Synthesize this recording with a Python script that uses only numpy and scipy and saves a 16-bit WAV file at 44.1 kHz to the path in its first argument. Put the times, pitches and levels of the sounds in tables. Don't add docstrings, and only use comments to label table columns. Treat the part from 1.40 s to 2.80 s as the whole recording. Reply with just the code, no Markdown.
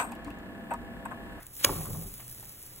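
import sys
import numpy as np
from scipy import signal
from scipy.fft import rfft, irfft
from scipy.io import wavfile
from scipy.ndimage import uniform_filter1d

SR = 44100
rng = np.random.default_rng(int(sys.argv[2]) if len(sys.argv) > 2 else 0)


def waveform_to_disk(signal):
    frames = np.transpose(np.atleast_2d(signal))
    scaled = np.clip(frames, -1, 1) * 32767
    samples = np.round(scaled).astype(np.int16)
    wavfile.write(sys.argv[1], SR, samples)


def level_to_linear(level):
    exponent = np.asarray(level, float) / 20
    return 10 ** exponent


N = 61739
T = np.arange(N) / SR
HZ = np.fft.rfftfreq(N, 1 / SR)
BLOW_S = .2472


def evened(x):
    return x / np.sqrt(np.mean(x ** 2) + 1e-20)


def read(points, hz):
    f, value = np.transpose(points)
    return np.interp(np.log(hz + 1), np.log(f + 1), value)


def curve(rows):
    return np.interp(T, *np.transpose(rows))


def add(mix, s, sound):
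    part = mix[round(s * SR):][:len(sound)]
    part += sound[:len(part)]


def resonate(x, hz, width_hz):
    r = np.exp(-np.pi * width_hz / SR)
    pole = r * np.exp(2j * np.pi * hz / SR)
    return 2 * signal.lfilter([1 - r], [1, -pole], x).real


def highpass(x, hz):
    return signal.sosfilt(signal.butter(2, hz, "high", fs=SR, output="sos"), x)


def coloured(x, gain):
    return irfft(rfft(x) * gain, len(x))


def clicks(per_s, spread_db):
    size = level_to_linear(spread_db * np.minimum(rng.exponential(1, N), 4))
    sign = rng.choice([-1., 1.], N)
    return size * sign * (rng.random(N) < per_s / SR)


# frequency in Hz, level in dB per Hz.
AIR = [(20, -3.5), (60, -1.5), (100, -5), (170, -9), (480, -14), (800, -19.5), (1500, -22), (4000, -29.5)]
AIR_DB, HUM_DB = -55.5, -60
HUM_HZ, HUM_WIDTH_HZ = 122.4, 10.2


def kitchen():
    air = coloured(rng.standard_normal(N), level_to_linear(read(AIR, HZ)) * (HZ < 6000))
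    waver = evened(resonate(rng.standard_normal(N), HUM_HZ, HUM_WIDTH_HZ))
    hum = np.sin(2 * np.pi * HUM_HZ * T) + 0.83 * waver
    return level_to_linear(AIR_DB) * evened(air), level_to_linear(HUM_DB) * hum


WALL_DB, WALL_T60_S = -19.5, 0.31


def walls(x):
    t = np.arange(6000) / SR
    tail = rng.standard_normal(6000) * level_to_linear(-60 * t / WALL_T60_S) * (t > .004)
    return level_to_linear(WALL_DB) * signal.oaconvolve(x, tail / np.linalg.norm(tail))[:N]


# time in seconds, level in dB.
SIZZLE = [(0, -57), (.05, -57.5), (.095, -58), (.13, -52.5), (.17, -45.5), (.195, -45), (.224, -46),
          (.24, -34), (.27, -39), (.34, -42.5), (.43, -42.5), (.47, -44.5), (.535, -43.5), (.58, -47),
          (.622, -45), (.66, -48), (.95, -51), (1.4, -52)]
# frequency in Hz, level in dB per Hz.
FIZZ = [(1200, -21), (3000, -15.5), (5000, -10), (6800, -7), (8600, -1.5), (12500, 1.5), (14500, -2),
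        (16000, -0.5)]
FIZZ_OVER_DB, FIZZ_PER_S, FIZZ_SPREAD_DB, HISS_SHARE = 4.5, 700, 5, .66


def sizzle():
    hiss = rng.standard_normal(N)
    bubbles = evened(clicks(FIZZ_PER_S, FIZZ_SPREAD_DB))
    drive = HISS_SHARE * hiss + (1 - HISS_SHARE) * bubbles
    flutter = evened(uniform_filter1d(rng.standard_normal(N), 500))
    fizz = evened(coloured(drive, level_to_linear(read(FIZZ, HZ))))
    return level_to_linear(curve(SIZZLE) + FIZZ_OVER_DB + 1.3 * flutter) * fizz


# start in seconds, peak level in dB.
SPITS = [(.0045, -35), (.0285, -32), (.0315, -31), (.0595, -37), (.0672, -22.5), (.1535, -29), (.167, -28),
         (.532, -25), (.613, -25.5), (.623, -28), (.74, -20), (.8803, -24), (.8955, -27), (.8997, -29),
         (.9132, -24), (.922, -27), (.9266, -26), (.9476, -33), (.9837, -31), (.998, -29), (1.0056, -31),
         (1.0276, -25), (1.0465, -32), (1.0542, -28), (1.0945, -27.5), (1.13, -41), (1.155, -39),
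         (1.2175, -32), (1.2275, -24.5), (1.3615, -30)]
SPIT_S, SPIT_TAIL_S, SPIT_TAIL_DB = 0.00019, 0.002, -11.5


def spits():
    out, t = np.zeros(N), np.arange(300) / SR
    gain = level_to_linear(read(FIZZ, np.fft.rfftfreq(300, 1 / SR)))
    lead = 20
    for (s, db), noise in zip(SPITS, rng.standard_normal((len(SPITS), 300))):
        tick = np.sign(noise) * np.exp(-t / SPIT_S)
        spray = level_to_linear(SPIT_TAIL_DB) * noise * np.exp(-t / SPIT_TAIL_S)
        pop = coloured(np.roll(tick + spray, lead), gain)
        add(out, s - lead / SR, level_to_linear(db) * pop / abs(pop).max())
    return out


# time in seconds, rumble level in dB.
ROCK = [(.24, -58), (.268, -35.5), (.3, -32.5), (.34, -36), (.46, -40), (.586, -39.5), (.675, -43.5),
        (.71, -49.5), (.8, -57), (.92, -57.5), (.986, -82), (1.04, -52), (1.1, -56.5), (1.15, -67.5)]
# frequency in Hz, width in Hz, level in dB.
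GRATE = [(42.6, 32, -2), (93.3, 37.5, 1), (154, 24, 1.5), (266.4, 40, -7), (393, 43, -4.5), (534.6, 72, -6),
         (720, 132, -6.5), (1081, 153, -7.5)]
BUMPS_PER_S, BUMP_SPREAD_DB, RATTLE_GROWTH = 700, 2, 1.21
RATTLE_FADE_DB_PER_S_KHZ = 20


def rocking():
    bumps = clicks(BUMPS_PER_S, BUMP_SPREAD_DB)
    still = (T < ROCK[0][0]) | (T > ROCK[-1][0])
    db = np.where(still, -90, curve(ROCK))
    top, out = db.max(), np.zeros(N)
    for hz, width_hz, level_db in GRATE:
        growth = RATTLE_GROWTH if hz > 220 else 1
        mode = evened(resonate(resonate(bumps, hz, width_hz), hz, 2 * width_hz))
        fade_db = RATTLE_FADE_DB_PER_S_KHZ * (T - BLOW_S) * hz / 1000
        out += level_to_linear(top - 4 + level_db + growth * (db - top) - fade_db) * mode
    return out


# start in seconds, level in dB, tone in Hz, 60 dB decay in seconds.
KNOCKS = [(.259, -28.5, 1014, 0.072), (.271, -25, 402, 0.032), (.290, -23, 897, 0.034),
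          (.300, -24.5, 365, 0.058), (.324, -40, 1150, .03), (.362, -45.5, 1120, 0.12),
          (.403, -42, 737, 0.058), (.412, -46.5, 1893, 0.066), (.452, -44.5, 1083, 0.16),
          (.502, -40.5, 520, 0.055), (.545, -40.5, 720, 0.065), (.618, -44, 500, 0.052),
          (.795, -50.5, 820, 0.13), (.797, -48, 2190, 0.074), (.822, -52.5, 1310, .04),
          (.993, -44.5, 606, 0.032), (1.026, -51, 794, 0.071), (1.035, -57, 1780, 0.064),
          (.001, -53.5, 740, 0.18), (.002, -52, 1600, 0.23)]


def knocks():
    out, t = np.zeros(N), np.arange(6000) / SR
    for (s, db, hz, t60), noise in zip(KNOCKS, rng.standard_normal((len(KNOCKS), 6000))):
        puff = evened(resonate(resonate(noise, hz, .5 * hz), hz, hz))
        tone = .5 * np.sin(2 * np.pi * hz * t) + puff
        onset = np.minimum(t / 0.0029, 1)
        add(out, s, level_to_linear(db - 60 * t / t60) * onset * tone)
    return out


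# time in seconds, level in dB.
SCRAPE = [
    (.17, -90),
    (.195, -48),
    (.215, -46.5),
    (.228, -43.5),
    (.24, -44),
    (.244, -42),
    (.262, -47),
    (.33, -48.5),
    (.42, -53.5),
    (.5, -61.5),
]


def scrape():
    grit = clicks(2500, 3)
    return level_to_linear(curve(SCRAPE)) * evened(resonate(grit, hz=2640, width_hz=4300))


# start in seconds, level in dB, tone in Hz.
CHATTER = [
    (.2418, -16, 5030),
    (0.2452, -7, 2460),
    (0.2459, -0.5, 4320),
    (.2474, 0.5, 4700),
    (.2485, -3, 7300),
    (.2491, -1.5, 8950),
    (.2496, -3, 10300),
    (.2556, -21, 8900),
]
# frequency in Hz, level in dB, 60 dB decay in seconds.
PAN = [(328, -26, 0.049), (557, -18.5, 0.034), (1081, -22, 0.039), (1740, -30.5, 0.017),
       (2398, -21.5, 0.029), (2937, -23.5, 0.025), (3740, -28.5, 0.011), (6560, -20, 0.0063),
       (10500, -13.5, 0.006)]
CLICK_CYCLES = 1
RASP_DB, RASP_AT_S, RASP_RISE_S, RASP_FALL_S = -14, .2495, 0.0048, 0.00061


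def clack():
    edge, blows, t = np.zeros(N), np.zeros(N), np.arange(4000) / SR
    for s, db, hz in CHATTER:
        add(edge, s, level_to_linear(db) * np.sin(2 * np.pi * hz * t) * np.exp(-t * hz / CLICK_CYCLES))
        blows[round(s * SR)] = level_to_linear(db)
    u = T - RASP_AT_S
    swell = np.exp(-np.maximum(-u / RASP_RISE_S, u / RASP_FALL_S))
    edge += level_to_linear(RASP_DB) * swell * rng.standard_normal(N)
    edge = highpass(edge, 1500)
    modes = [level_to_linear(db - 60 * t / t60) * np.sin(2 * np.pi * hz * t) for hz, db, t60 in PAN]
    add(edge, BLOW_S, sum(modes[:3]))
    return edge + signal.oaconvolve(blows, sum(modes[3:]))[:N]


# frequency in Hz, lead of the left in radians.
LEAD = [(0, 0), (160, -0.5), (300, -0.4), (620, -0.8), (1200, 0.57), (3600, 1.3761), (4950, 3.5),
        (9050, 9.5), (15400, 19), (22050, 35)]


def later(spectrum):
    return irfft(spectrum * np.exp(-1j * np.interp(HZ, *np.transpose(LEAD))), N)


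# frequency in Hz, likeness from 0 to 1.
SAME = [(60, .9995), (150, 1), (330, 0.85), (600, 0.29), (1800, .85), (3000, 0.4), (5000, .92),
        (16000, .94)]


def ports(near, far):
    same = np.clip(read(SAME, HZ), 0, 1)
    return np.array([near, later(same * rfft(near) + np.sqrt(1 - same ** 2) * rfft(far))])


def scene():
    hits = highpass(clack() + knocks() + spits(), 230)
    air, hum = kitchen()
    other_air = kitchen()[0]
    near = air + hum + rocking() + sizzle() + scrape() + walls(hits)
    far = other_air + rocking() + sizzle() + scrape() + walls(hits)
    return ports(near, far) + np.array([hits, later(rfft(hits))])


WEAK_DB, SUDDEN_DB, JOINT_FROM_HZ = -6, 10.5, 1390


def joint(dry):
    hz, t, z = signal.stft([dry[0] + dry[1], dry[0] - dry[1]], SR, nperseg=1024)
    power = uniform_filter1d(abs(z) ** 2, size=3, axis=2)
    power = uniform_filter1d(power, size=12, axis=1)
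    power = np.repeat(power[:, 6::12], 12, axis=1)[:, np.minimum(np.arange(513), 511)]
    bright = uniform_filter1d(np.diff(dry[0], prepend=0) ** 2, size=24)
    jump = bright / uniform_filter1d(bright, size=1025)
    sudden = uniform_filter1d(1. * (jump > level_to_linear(2 * SUDDEN_DB)), size=1100)
    calm = np.interp(t, T, sudden) < 1e-6
    weak = (power < level_to_linear(2 * WEAK_DB) * power[::-1]) & calm & (hz > JOINT_FROM_HZ)[:, None]
    mid, side = signal.istft(z * ~weak, SR, nperseg=1024)[1][:, :N] / 2
    return np.array([mid + side, mid - side])


def top_cut(x):
    return signal.sosfilt(signal.butter(12, 16890, fs=SR, output="sos"), x)


def record(dry):
    lowpass = signal.firwin(511, 15900, window=("kaiser", 12), fs=SR)
    mix = signal.oaconvolve(joint(dry), lowpass[None], "same")
    return top_cut(mix)


dry = scene()
out = record(dry)
waveform_to_disk(out)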